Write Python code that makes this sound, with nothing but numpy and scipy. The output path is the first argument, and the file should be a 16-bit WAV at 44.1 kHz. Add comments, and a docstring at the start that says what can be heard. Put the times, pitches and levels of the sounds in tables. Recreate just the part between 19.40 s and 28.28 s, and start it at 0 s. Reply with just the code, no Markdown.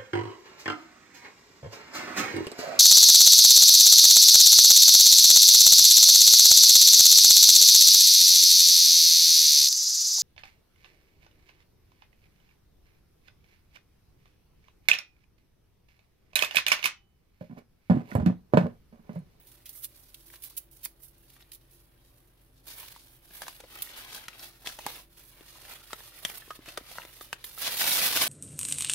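"""Tearing and folding paper

Hands tear small paper scraps over a jug, pick up and fold a large sheet, then rip a long strip off it.
Snapping fibres are dense tiny clicks, filtered to the colour of paper and swelling with the hands' effort.
Creases pop as short noise jolts that ring the sheet; small dents ring its modes as crinkles.
A phone with two ports, close above the table, hears a small quiet kitchen: soft noise and an appliance hum."""
import sys
import numpy as np
from scipy import signal
from scipy.fft import rfft, irfft
from scipy.io import wavfile
from scipy.ndimage import uniform_filter1d

SR = 44100
rng = np.random.default_rng(int(sys.argv[2]) if len(sys.argv) > 2 else 0)


def convert_level_to_amplitude(level_db):
    """Map a level in decibels to its linear amplitude factor."""
    exponent = np.asarray(level_db, float) / 20
    return 10 ** exponent


def log_audio(samples):
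    """Write samples as a 16-bit WAV file to the path given in sys.argv[1]."""
    # one column per channel
    frames = np.atleast_2d(samples).T
    # limit to full scale, then quantise
    limited = np.clip(frames, -1, 1)
    pcm = np.round(limited * 32767).astype(np.int16)
    wavfile.write(sys.argv[1], SR, pcm)


N = 391608

TIME_S = np.arange(N) / SR
FREQ_HZ = np.maximum(np.fft.rfftfreq(N, 1 / SR), 1)
SIDES = np.array([[1], [-1]])  # left port, right port
# ways the large sheet can ring: [f/Hz, level/dB, time to fall by 60 dB/s]
SHEET_MODES = [(567, -6, 0.018), (783, -5, 0.016), (1249, 0, 0.016), (1804, 2, 0.014), (2430, 1, 0.012),
               (3060, 0, 0.01), (4040, -1, 0.008), (4950, -7, 0.0066)]


def along(table):
    """Read a table of [f/Hz, value] at every frequency, evenly in pitch."""
    hz, value = np.transpose(table)
    return np.interp(np.log(FREQ_HZ), np.log(hz), value)


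def shape(x, gain):
    """Filter a sound by a gain at every frequency."""
    return irfft(rfft(x) * gain, N)


def walk(rate):
    """Random levels that slide from one to the next, `rate` of them a second; spread near 1."""
    k = int(SR / rate)
    held = np.repeat(rng.standard_normal(N // k + 1), k)
    return 1.175 * uniform_filter1d(held, k)[:N]


def kitchen():
    """Broad room noise, alike at both ports in the bass, plus narrow wavering lines of an appliance."""
    # colour of the room noise: [f/Hz, relative level per Hz/dB]
    air_colour = [(12, -49), (24, 6.5), (34, -13), (60, 1), (88, -3.5), (123, -3), (209, -13), (335, -9),
                  (996, -19), (4140, -30), (6840, -44), (10700, -25.5), (15500, -36)]
    # how alike the noise is at the two ports: [f/Hz, likeness from 0 to 1]
    likeness = [(60, 0.9), (130, 0.76), (290, 0.6), (640, 0), (1410, -0.02), (3100, 0.1), (6820, 0),
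                (15000, 0.1)]
    # appliance hum lines: [f/Hz, level/dB, width/Hz, steady share of the power from 0 to 1]
    hum = [(45.3, -66, 2.5, 0.94), (115, -74, 16, 0.53), (132, -75, 9.3, 0.4), (171.3, -80.5, 4.2, 0.6),
           (265, -80.5, 8.9, 0.53), (339, -75.5, 14, 0.2), (583, -85, 7, 0.3)]
    like = np.clip(along(likeness), 0, 1)
    mid, side, buzz = rfft(rng.standard_normal((3, N)))
    both = np.sqrt(1 + like) * mid + SIDES * np.sqrt(1 - like) * side
    air = irfft(convert_level_to_amplitude(along(air_colour)) * both, N)
    out = air * convert_level_to_amplitude(-65.5) / np.sqrt(np.mean(air ** 2))
    lines = 0
    for hz, db, width, share in hum:
        share = np.clip(share, 0, 1)
        peak = 1 / (1 + ((FREQ_HZ - hz) / width * 2) ** 2)
        # part of each line is narrow noise, the rest a tone with a wandering phase
        lines = lines + convert_level_to_amplitude(db) * np.sqrt((1 - share) / np.mean(peak ** 2)) * peak
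        tone = np.sin(2 * np.pi * hz * TIME_S + 1.23 * walk(3.9))
        out = out + convert_level_to_amplitude(db) * np.sqrt(2 * share) * tone
    return out + irfft(buzz * lines, N)


def room(x):
    """Table, hands and walls: a short diffuse tail, different at each port, redrawn every 1/8 s."""
    t, hop = np.arange(SR // 4) / SR, SR // 8
    # a strong quick fall and a weak slower one, both after a 1.2 ms gap
    fall = (1000 ** (-t / 0.025) + convert_level_to_amplitude(-19) * 1000 ** (-t / 0.2)) * (t > .0012)
    high = signal.butter(1, 500., "high", fs=SR, output="sos")
    fade = np.sin(np.pi * np.arange(2 * hop) / (2 * hop))
    padded = np.pad(x, ((0, 0), (hop, 2 * hop)))
    wet = np.zeros((2, N + 4 * hop + len(t)))
    for k in range(0, N + hop, hop):
        tail = signal.sosfilt(high, rng.standard_normal((2, len(t))) * fall)
        tail /= np.sqrt(np.sum(tail ** 2, axis=1, keepdims=True))
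        piece = signal.fftconvolve(padded[:, k:k + 2 * hop] * fade, tail, axes=1)
        wet[:, k:k + piece.shape[1]] += piece
    return x + convert_level_to_amplitude(-4.5) * wet[:, hop:hop + N]


def bands():
    """Split the paper's colour into high, middle and low parts, each brought to the same power."""
    # colour of one fibre snap: [f/Hz, relative level per Hz/dB]
    paper = [(70, -19.5), (200, -15), (400, -13.5), (750, -9.5), (1100, -10), (1800, -4.5), (3600, 1),
             (5500, -1), (7600, -3), (9500, 3.5), (12000, 6.5), (15500, 2.5)]
    below_low, below_high = [1 / (1 + (FREQ_HZ / hz) ** 4) for hz in (1500, 6500)]
    colour = convert_level_to_amplitude(along(paper))
    parts = [colour * p for p in (1 - below_high, below_high - below_low, below_low)]
    return [p / np.sqrt(np.mean(p ** 2)) for p in parts]


def snaps(per_s, spread_db, lag_ms):
    """Scattered clicks of very uneven size; each breaks at its own spot, so its lag between ports differs."""
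    # where the hands work: [t/s, lag of the left port/ms, left minus right level/dB]
    place = [(0, -0.0065, -1.5), (2.3, 0.039, -1), (3.198, -.13, -1), (4.8, -0.14, 0.5), (6.2, 0, -2),
             (8.88, -0.057, 0)]
    chance = rng.random((int(per_s * N / SR), 4))
    at = chance[:, 0] * (N - 40) + 20
    size = np.sign(chance[:, 1] - .5) * convert_level_to_amplitude(-spread_db * np.log(1 - .995 * chance[:, 2]))
    size /= np.sqrt(np.sum(size ** 2) / N)
    s, hands_ms, pan_db = np.transpose(place)
    lag = (np.interp(at / SR, s, hands_ms) + lag_ms * (chance[:, 3] - .5)) * SR / 1000
    pan_db = np.interp(at / SR, s, pan_db)
    ports = [np.bincount((at + side * lag).astype(int), size * convert_level_to_amplitude(side * pan_db), N)
             for side in (.5, -.5)]
    return np.array(ports)


def rips():
    """Short rips and rustles of scraps and sheet: sharp snaps start at once, swell and die."""
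    # rips and rustles: [t/s, fizz level/dB, sheet crackle level/dB, swell/ms, fade/ms]
    bursts = [(0.069, -49, -58, 1.5, 5), (.118, -53, -61, 1, 5), (0.256, -46, -49, 1, 15),
              (.292, -42, -57, 1, 10), (0.423, -31.5, -45, 27, 5), (0.743, -46.5, -49, 2, 4.9),
              (1.022, -40, -53, 1, 4), (1.032, -40.5, -52, 5.4, 12), (1.098, -46.5, -57, 2, 6.7),
              (1.167, -29.5, -48, 13.6, 3.9), (1.312, -54, -72, 1, 10), (1.431, -33, -45.5, 21.4, 5.7),
              (.958, -56, -54, 3, 6), (1.78, -61, -78, 4, 11), (1.826, -61, -72, 1, 25),
              (1.899, -55, -59, 2, 6), (1.935, -57, -64, 2, 10), (2.117, -42.5, -47.5, 1.1, 6.2),
              (2.13, -48, -60, 8, 8.1), (2.148, -49, -58, 6, 6), (2.31, -60, -74, 3, 40),
              (4.421, -28.5, -41, 1.6, 4.2), (6.979, -39.5, -63, 1, 4.9), (8.04, -36.5, -51, 3.3, 11),
              (8.771, -33, -27.5, 1, 12)]
    clicks = snaps(3000., 3.0, .2) + convert_level_to_amplitude(-20) * rng.standard_normal((2, N))
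    fizz, crackle = np.zeros((2, N))
    for s, fizz_db, crackle_db, swell_ms, fade_ms in bursts:
        start = int(s * SR)
        span = slice(start, start + SR // 4)
        ms = 1000 * (TIME_S[span] - s) - swell_ms  # time from the loudest moment
        env = np.exp(np.where(ms < 0, ms / 12.5, -ms / max(fade_ms, 1)))
        fizz[span] += env * convert_level_to_amplitude(fizz_db)
        crackle[span] += env * convert_level_to_amplitude(crackle_db)
    high, mid, _ = bands()
    return irfft(rfft(clicks * fizz) * high + rfft(clicks * crackle) * mid, N)


def pops():
    """A crease buckles in a brief ragged jolt: bright crack, ring at its own pitch, sheet modes, puff of air."""
    # popping creases: [t/s, peak level of the body/dB, ring f/Hz, crack relative to body/dB,
    # time for the jolt to peak/ms, time for the ring to fall by 60 dB/ms]
    creases = [(0.901, -46, 2250, -1, .6, 8), (0.932, -52, 1700, 2, 2, 10), (.939, -45, 1900, 2, 0.56, 8),
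               (1.457, -33.5, 4770, 0.5, 0.7, 10), (1.965, -53, 1800, 2, 1, 10),
               (2.007, -53, 3000, 0, 0.87, 10), (2.024, -47.5, 3950, -9, .8, 15),
               (3.562, -41.5, 970, 0, 0.69, 15), (3.908, -46, 425, 0, 0.68, 15),
               (4.019, -28, 1620, 3, 0.53, 7), (4.03, -40, 1700, 0, 2.6, 15), (4.067, -37, 1510, 0, .5, 8),
               (4.081, -33, 1010, 7, 0.81, 7), (4.202, -42, 503, 5, 2.5, 9.2),
               (4.236, -41, 550, -19, 4.3, 18), (4.38, -47, 583, -10, 3, 27),
               (4.421, -38, 4970, -17, 0.56, 15), (4.472, -40, 1900, -6, .8, 12),
               (4.757, -42.5, 1200, -8, 1.6, 22), (4.882, -27.5, 2810, -0.5, 1.4, 11),
               (4.994, -37.5, 5470, -4, .6, 16), (5.245, -43, 800, -5, .6, 16),
               (5.261, -30.5, 3290, -4, .6, 15), (5.272, -25, 3440, 3.5, 0.59, 12),
               (5.388, -34, 900, 0, 1.5, 15), (5.458, -40, 300, -10, 0.9, 17), (5.464, -21, 820, 2, .8, 14),
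               (6.008, -43, 318, -3, 0.52, 18), (6.251, -40, 1730, -10, .6, 17),
               (6.506, -39, 1230, -3, .6, 17), (6.531, -26, 1330, 2, 0.75, 17),
               (6.605, -40, 910, -9, .6, 17), (6.85, -16, 3220, 1.5, 0.74, 8.4),
               (6.899, -31.5, 2380, 0, 1, 15), (7.019, -43, 1740, -11, 2, 60),
               (7.078, -46, 400, -9, .6, 12), (7.105, -27.5, 1250, -10, 2, 53),
               (7.19, -40, 290, -19, 0.89, 14), (7.258, -42.5, 2420, 1, 1.5, 25),
               (7.28, -40.5, 320, -12, 1, 16), (7.286, -32.5, 2590, -5, 2, 12),
               (7.374, -28, 1390, 5, 1.2, 8), (7.377, -31.5, 457, -18, 1.5, 22),
               (7.41, -45, 260, -9, 0.67, 17), (7.51, -44, 750, -5, 4, 30), (7.556, -41, 1100, -3, 1, 10),
               (7.584, -22.5, 1480, -11, 0.35, 6), (7.597, -40, 900, -5, 1.5, 12),
               (7.632, -41, 1600, -3, 1.5, 10), (7.65, -37.5, 605, 0, 1.1, 14),
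               (7.81, -32, 1204, -6, 0.63, 12), (7.929, -20, 2670, 0, .5, 7),
               (8.042, -31.5, 3710, 2.5, 0.93, 15), (8.177, -37, 1300, -2, 0.54, 20),
               (8.413, -23, 1910, -8, 2, 17), (8.516, -16, 3860, -3, .3, 10),
               (8.617, -22, 2370, -5, .6, 12), (8.771, -16.5, 2840, 0, .7, 10)]
    out, t = np.zeros((2, N + 4410)), np.arange(4410) / SR
    hz, db, t60 = np.transpose(SHEET_MODES)[:, :, None]
    bright = signal.butter(1, [500., 5500.], "band", fs=SR, output="sos")
    puff = np.sin(2 * np.pi * 184.0 * t) * t / 0.003 * np.exp(-t / 0.0022) * np.e
    for s, peak_db, ring_hz, crack_db, jolt_ms, ring_ms in creases:
        chance = rng.standard_normal((2, len(SHEET_MODES), 1))
        noise = rng.standard_normal((5, len(t)))
        rise = 1000 * t / jolt_ms
        jolt = noise[:3] * rise * np.exp(1 - rise) * 0.2
        # modes close to the ring are driven most; each grip retunes them
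        near = convert_level_to_amplitude(db + 2.1 * chance[0] - 1.94 * np.abs(np.log2(hz / ring_hz)))
        mode_hz = hz * 2 ** (0.25 * chance[1])
        modes = near * np.sin(2 * np.pi * mode_hz * t) * 1000 ** (-t / t60)
        tone = np.sin(2 * np.pi * ring_hz * t)
        ring = tone * (1 - np.exp(-rise)) * 1000 ** (-1000 * t / ring_ms)
        push = tone * np.exp(-1.3 * ring_hz * t)  # one or two cycles
        jolted = signal.fftconvolve(jolt[1:], [push, modes.sum(0)], axes=1)[:, :len(t)]
        parts = [part / np.abs(part).max() for part in (ring, *jolted)]
        body = convert_level_to_amplitude([-4, -1, -5]) @ parts
        # a small crease moves no bass
        high = signal.butter(2, 0.28 * ring_hz, "high", fs=SR, output="sos")
        body = signal.sosfilt(high, body)
        rattle = convert_level_to_amplitude(-22) * noise[3:] * np.exp(-t / 0.0066)  # the sheet rattles on briefly
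        crack = signal.sosfilt(bright, jolt[0] + .5 * jolt[1:] + rattle)
        body = body / np.abs(body).max()
        crack = convert_level_to_amplitude(crack_db) * crack / np.abs(crack).max()
        k = int(s * SR)
        out[:, k:k + len(t)] += (body + crack + convert_level_to_amplitude(-24) * puff) * convert_level_to_amplitude(peak_db)
    return out[:, :N]


def resonate(x, hz, t60):
    """A mode that dies away, retuned every 60 ms as the sheet bends."""
    r, state, out = 1000 ** (-1 / (t60 * SR)), np.zeros((2, 2)), []
    for piece in np.array_split(x, N // 2646, axis=1):
        w = 2 * np.pi * hz / SR * 2 ** (0.34 * rng.standard_normal())
        feed, back = [np.sin(w) * np.sqrt(1 - r)], [1, -2 * r * np.cos(w), r * r]
        y, state = signal.lfilter(feed, back, piece, zi=state)
        out.append(y)
    return np.concatenate(out, axis=1)


def crinkles(level_db):
    """Small dents flick over here and there; each mode of the sheet rings to dents of its own."""
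    gain = convert_level_to_amplitude(level_db)
    return sum(resonate(snaps(130., 4.66, 0.25) * gain * convert_level_to_amplitude(db), hz, t60)
               for hz, db, t60 in SHEET_MODES)


def effort():
    """Levels in dB of fizz, crackle, flap and slack crackle: fidgets, strokes and tear add as powers."""
    # fingers never quite rest on the paper: [t/s, fibre fizz level/dB, sheet crackle level/dB]
    fidget = [(0, -66, -71), (.7, -80, -74.5), (1.3, -93, -81), (2.3, -77, -77), (3.2, -82, -82),
              (3.3, -66, -56.5), (3.75, -63, -71), (3.81, -74, -75), (4.0, -66, -56.5), (4.26, -80, -65.5),
              (4.5, -73, -54), (4.95, -70, -58), (5.15, -70, -67.5), (5.4, -53.5, -57), (5.6, -57, -56.5),
              (5.66, -76, -90), (6.0, -63.5, -61.5), (6.8, -67, -65.5), (7.2, -86, -66), (8.88, -73, -60)]
    # finger or sheet stroking paper: [t of peak/s, fizz level/dB, crackle relative to fizz/dB, swell/s, fade/s]
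    rubs = [(.08, -62, -12, .15, 0.13), (.36, -45.5, -21.5, 0.067, 0.092), (.594, -54, -15, 0.078, 0.045),
            (.863, -58.5, -13, 0.26, 0.19), (.95, -53.5, -4.5, 0.08, 0.03),
            (1.053, -51.5, -11, .045, 0.088), (1.212, -62, -11.5, 0.17, 0.057),
            (1.325, -60, -19, 0.022, 0.16), (1.46, -60, -8, 0.085, 0.059),
            (1.646, -51.5, -19.5, 0.039, 0.065), (1.79, -68.5, -21, 0.027, 0.81),
            (2.02, -66.5, -1.5, 0.28, 0.047), (2.335, -61, -14, 0.028, 0.13),
            (2.704, -72.5, -5.5, 0.15, 0.43), (3.033, -69.5, -12.5, 0.06, 0.14),
            (3.271, -47.5, -7, 0.019, 0.17), (3.385, -47, -5, 0.049, 0.12), (3.85, -64.5, -7, 0.074, .2),
            (3.94, -47, -9.5, 0.033, 0.15), (4.171, -55.5, -12, .1, 0.05), (4.34, -52.5, -1, .07, 0.27),
            (4.45, -46, -11, 0.054, 0.045), (4.58, -51.5, 2, 0.063, 0.17), (4.759, -49.5, 1.5, 0.092, 0.11),
            (5.038, -49.5, -2.5, 0.086, 0.087), (5.265, -51, 8.5, 0.012, 0.061),
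            (5.49, -54.5, 8.5, 0.075, 0.042), (5.56, -50, 1.5, 0.085, 0.053), (5.797, -62.5, -2, .13, 0.14),
            (5.89, -58.5, -28, 0.12, 0.033), (6.34, -49, 0.5, 0.2, 0.054), (6.51, -60, 0, 0.11, 0.18),
            (6.64, -58, -1.5, 0.34, 0.25), (6.884, -50, 0, 0.17, 0.21), (6.975, -48.5, -19, 0.14, 0.031),
            (7.159, -57.5, -0.5, 0.11, 0.029), (7.3, -58, 3.5, 0.081, 0.09), (7.513, -56, 0, 0.072, 0.24),
            (7.623, -54.5, 1.5, 0.27, 0.073), (7.822, -53.5, -9, 0.31, 0.1),
            (8.067, -50.5, -7, 0.022, 0.066), (8.15, -51, -13, 0.1, 0.044)]
    # the long tear: [t/s, fibre fizz level/dB, sheet crackle level/dB]
    tear = [(8.15, -67, -74), (8.186, -43, -48.5), (8.221, -41, -40), (8.286, -45, -37.5),
            (8.326, -40, -39.5), (8.39, -36, -38.5), (8.41, -33.5, -34.5), (8.45, -32, -31.5),
            (8.496, -28, -29.5), (8.566, -32.5, -34.5), (8.63, -30.5, -29.5), (8.705, -35.5, -35),
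            (8.805, -34.5, -29.5), (8.88, -35, -33)]
    stroke_range_db = 15  # gained in the swell time, lost in the fade time
    flap_db, taut_flap_db = -8.5, -12  # flap of the whole sheet below its crackle, slack and pulled taut
    t = np.arange(0, N / SR + .004, .002)

    def powers(table):
        """Fizz and crackle powers of a table, near silent before its first row."""
        s, *levels = np.transpose(table)
        return convert_level_to_amplitude(np.array([np.interp(t, s, db, left=-120) for db in levels])) ** 2

    s, fizz_db, crackle_db, swell, fade = np.transpose(rubs)[:, :, None]
    stroke_db = fizz_db - stroke_range_db * np.where(t < s, (s - t) / swell, (t - s) / fade)
    strokes = np.array([np.sum(convert_level_to_amplitude(stroke_db + db) ** 2, axis=0) for db in (0, crackle_db)])
    loose, taut = powers(fidget) + strokes, powers(tear)
    flap = loose[1] * convert_level_to_amplitude(flap_db) ** 2 + taut[1] * convert_level_to_amplitude(taut_flap_db) ** 2
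    return [np.interp(TIME_S, t, 10 * np.log10(power)) for power in (*(loose + taut), flap, loose[1])]


def handling():
    """Fingers and sheets rubbing and the long tear: dense snaps that come in flurries."""
    # how the sheet is held: [t/s, dull minus bright crackle/dB, extra flap level/dB]
    grip = [(3.2, -1.5, -0.5), (4.0, 0, 1), (4.4, 2, 0), (4.6, 7, 2), (4.72, 2, -0.5), (5.1, -0.5, 1.5),
            (5.5, -4, 2), (6.2, -1.5, 1), (7.0, 1, 1), (7.6, 1.5, 1), (8.1, -4, 2), (8.3, 1.5, 2.5),
            (8.43, 4, 1), (8.52, 0.5, 0), (8.63, 3.5, 2.5), (8.88, -3.5, 1.5)]
    *levels, loose_db = effort()
    s, *held = np.transpose(grip)
    dull_db, flap_db = (np.interp(TIME_S, s, db) for db in held)
    levels[2] = levels[2] + flap_db
    # big breaks grow, by up to 3 dB, when the sheet is pulled to tear
    break_db = 3 * (1 - convert_level_to_amplitude(loose_db - levels[1]))
    fine, coarse = snaps(8000., 2.6, .3), snaps(500., 2.54, 0.27)
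    flurry = convert_level_to_amplitude(0.95 * walk(40.) + 2.2 * walk(150.))
    layers = []
    # bigger breaks move more of the sheet, so they count more from fizz to flap
    for db, coarse_db, band in zip(levels, (-9, -6, -5), bands()):
        clicks = fine + convert_level_to_amplitude(coarse_db + break_db) * coarse
        layers.append(shape(clicks * flurry * convert_level_to_amplitude(db + 1.2 * walk(30.)), band))
    fizz, crackle, flap = layers
    # bending shifts the crackle's colour between its dull and bright halves
    dull = shape(crackle, 1 / (1 + (FREQ_HZ / 3000.0) ** 4))
    tilt_db = dull_db / 2 + 2.3 * walk(14.)
    tilted = dull * convert_level_to_amplitude(tilt_db - 0.85) + (crackle - dull) * convert_level_to_amplitude(-tilt_db - 0.8)
    return fizz + tilted + flap + crinkles(loose_db - 7.5)  # only slack paper crinkles


def scene():
    """All paper sounds share the room; the kitchen lies beneath them."""
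    return room(handling() + rips() + pops()) + kitchen()


def top_cut(x):
    """Nothing passes above the cut-off."""
    return signal.sosfilt(signal.butter(12, 17020, fs=SR, output="sos"), x)


def record(dry):
    """The phone's case shades one port, differently at each frequency; the top above 15750 Hz is cut."""
    # balance of the two ports: [f/Hz, left minus right level/dB]
    ports = [(60, 1.0), (110, -0.5), (200, 1), (380, 1), (700, 0.5), (1290, 0.5), (2380, 2), (4400, 3),
             (8120, -1.5), (15000, -10)]
    shading = convert_level_to_amplitude(SIDES * along(ports) / 2)
    mix = shape(dry, shading * (FREQ_HZ < 15750))
    return top_cut(mix)


dry = scene()
out = record(dry)
log_audio(out)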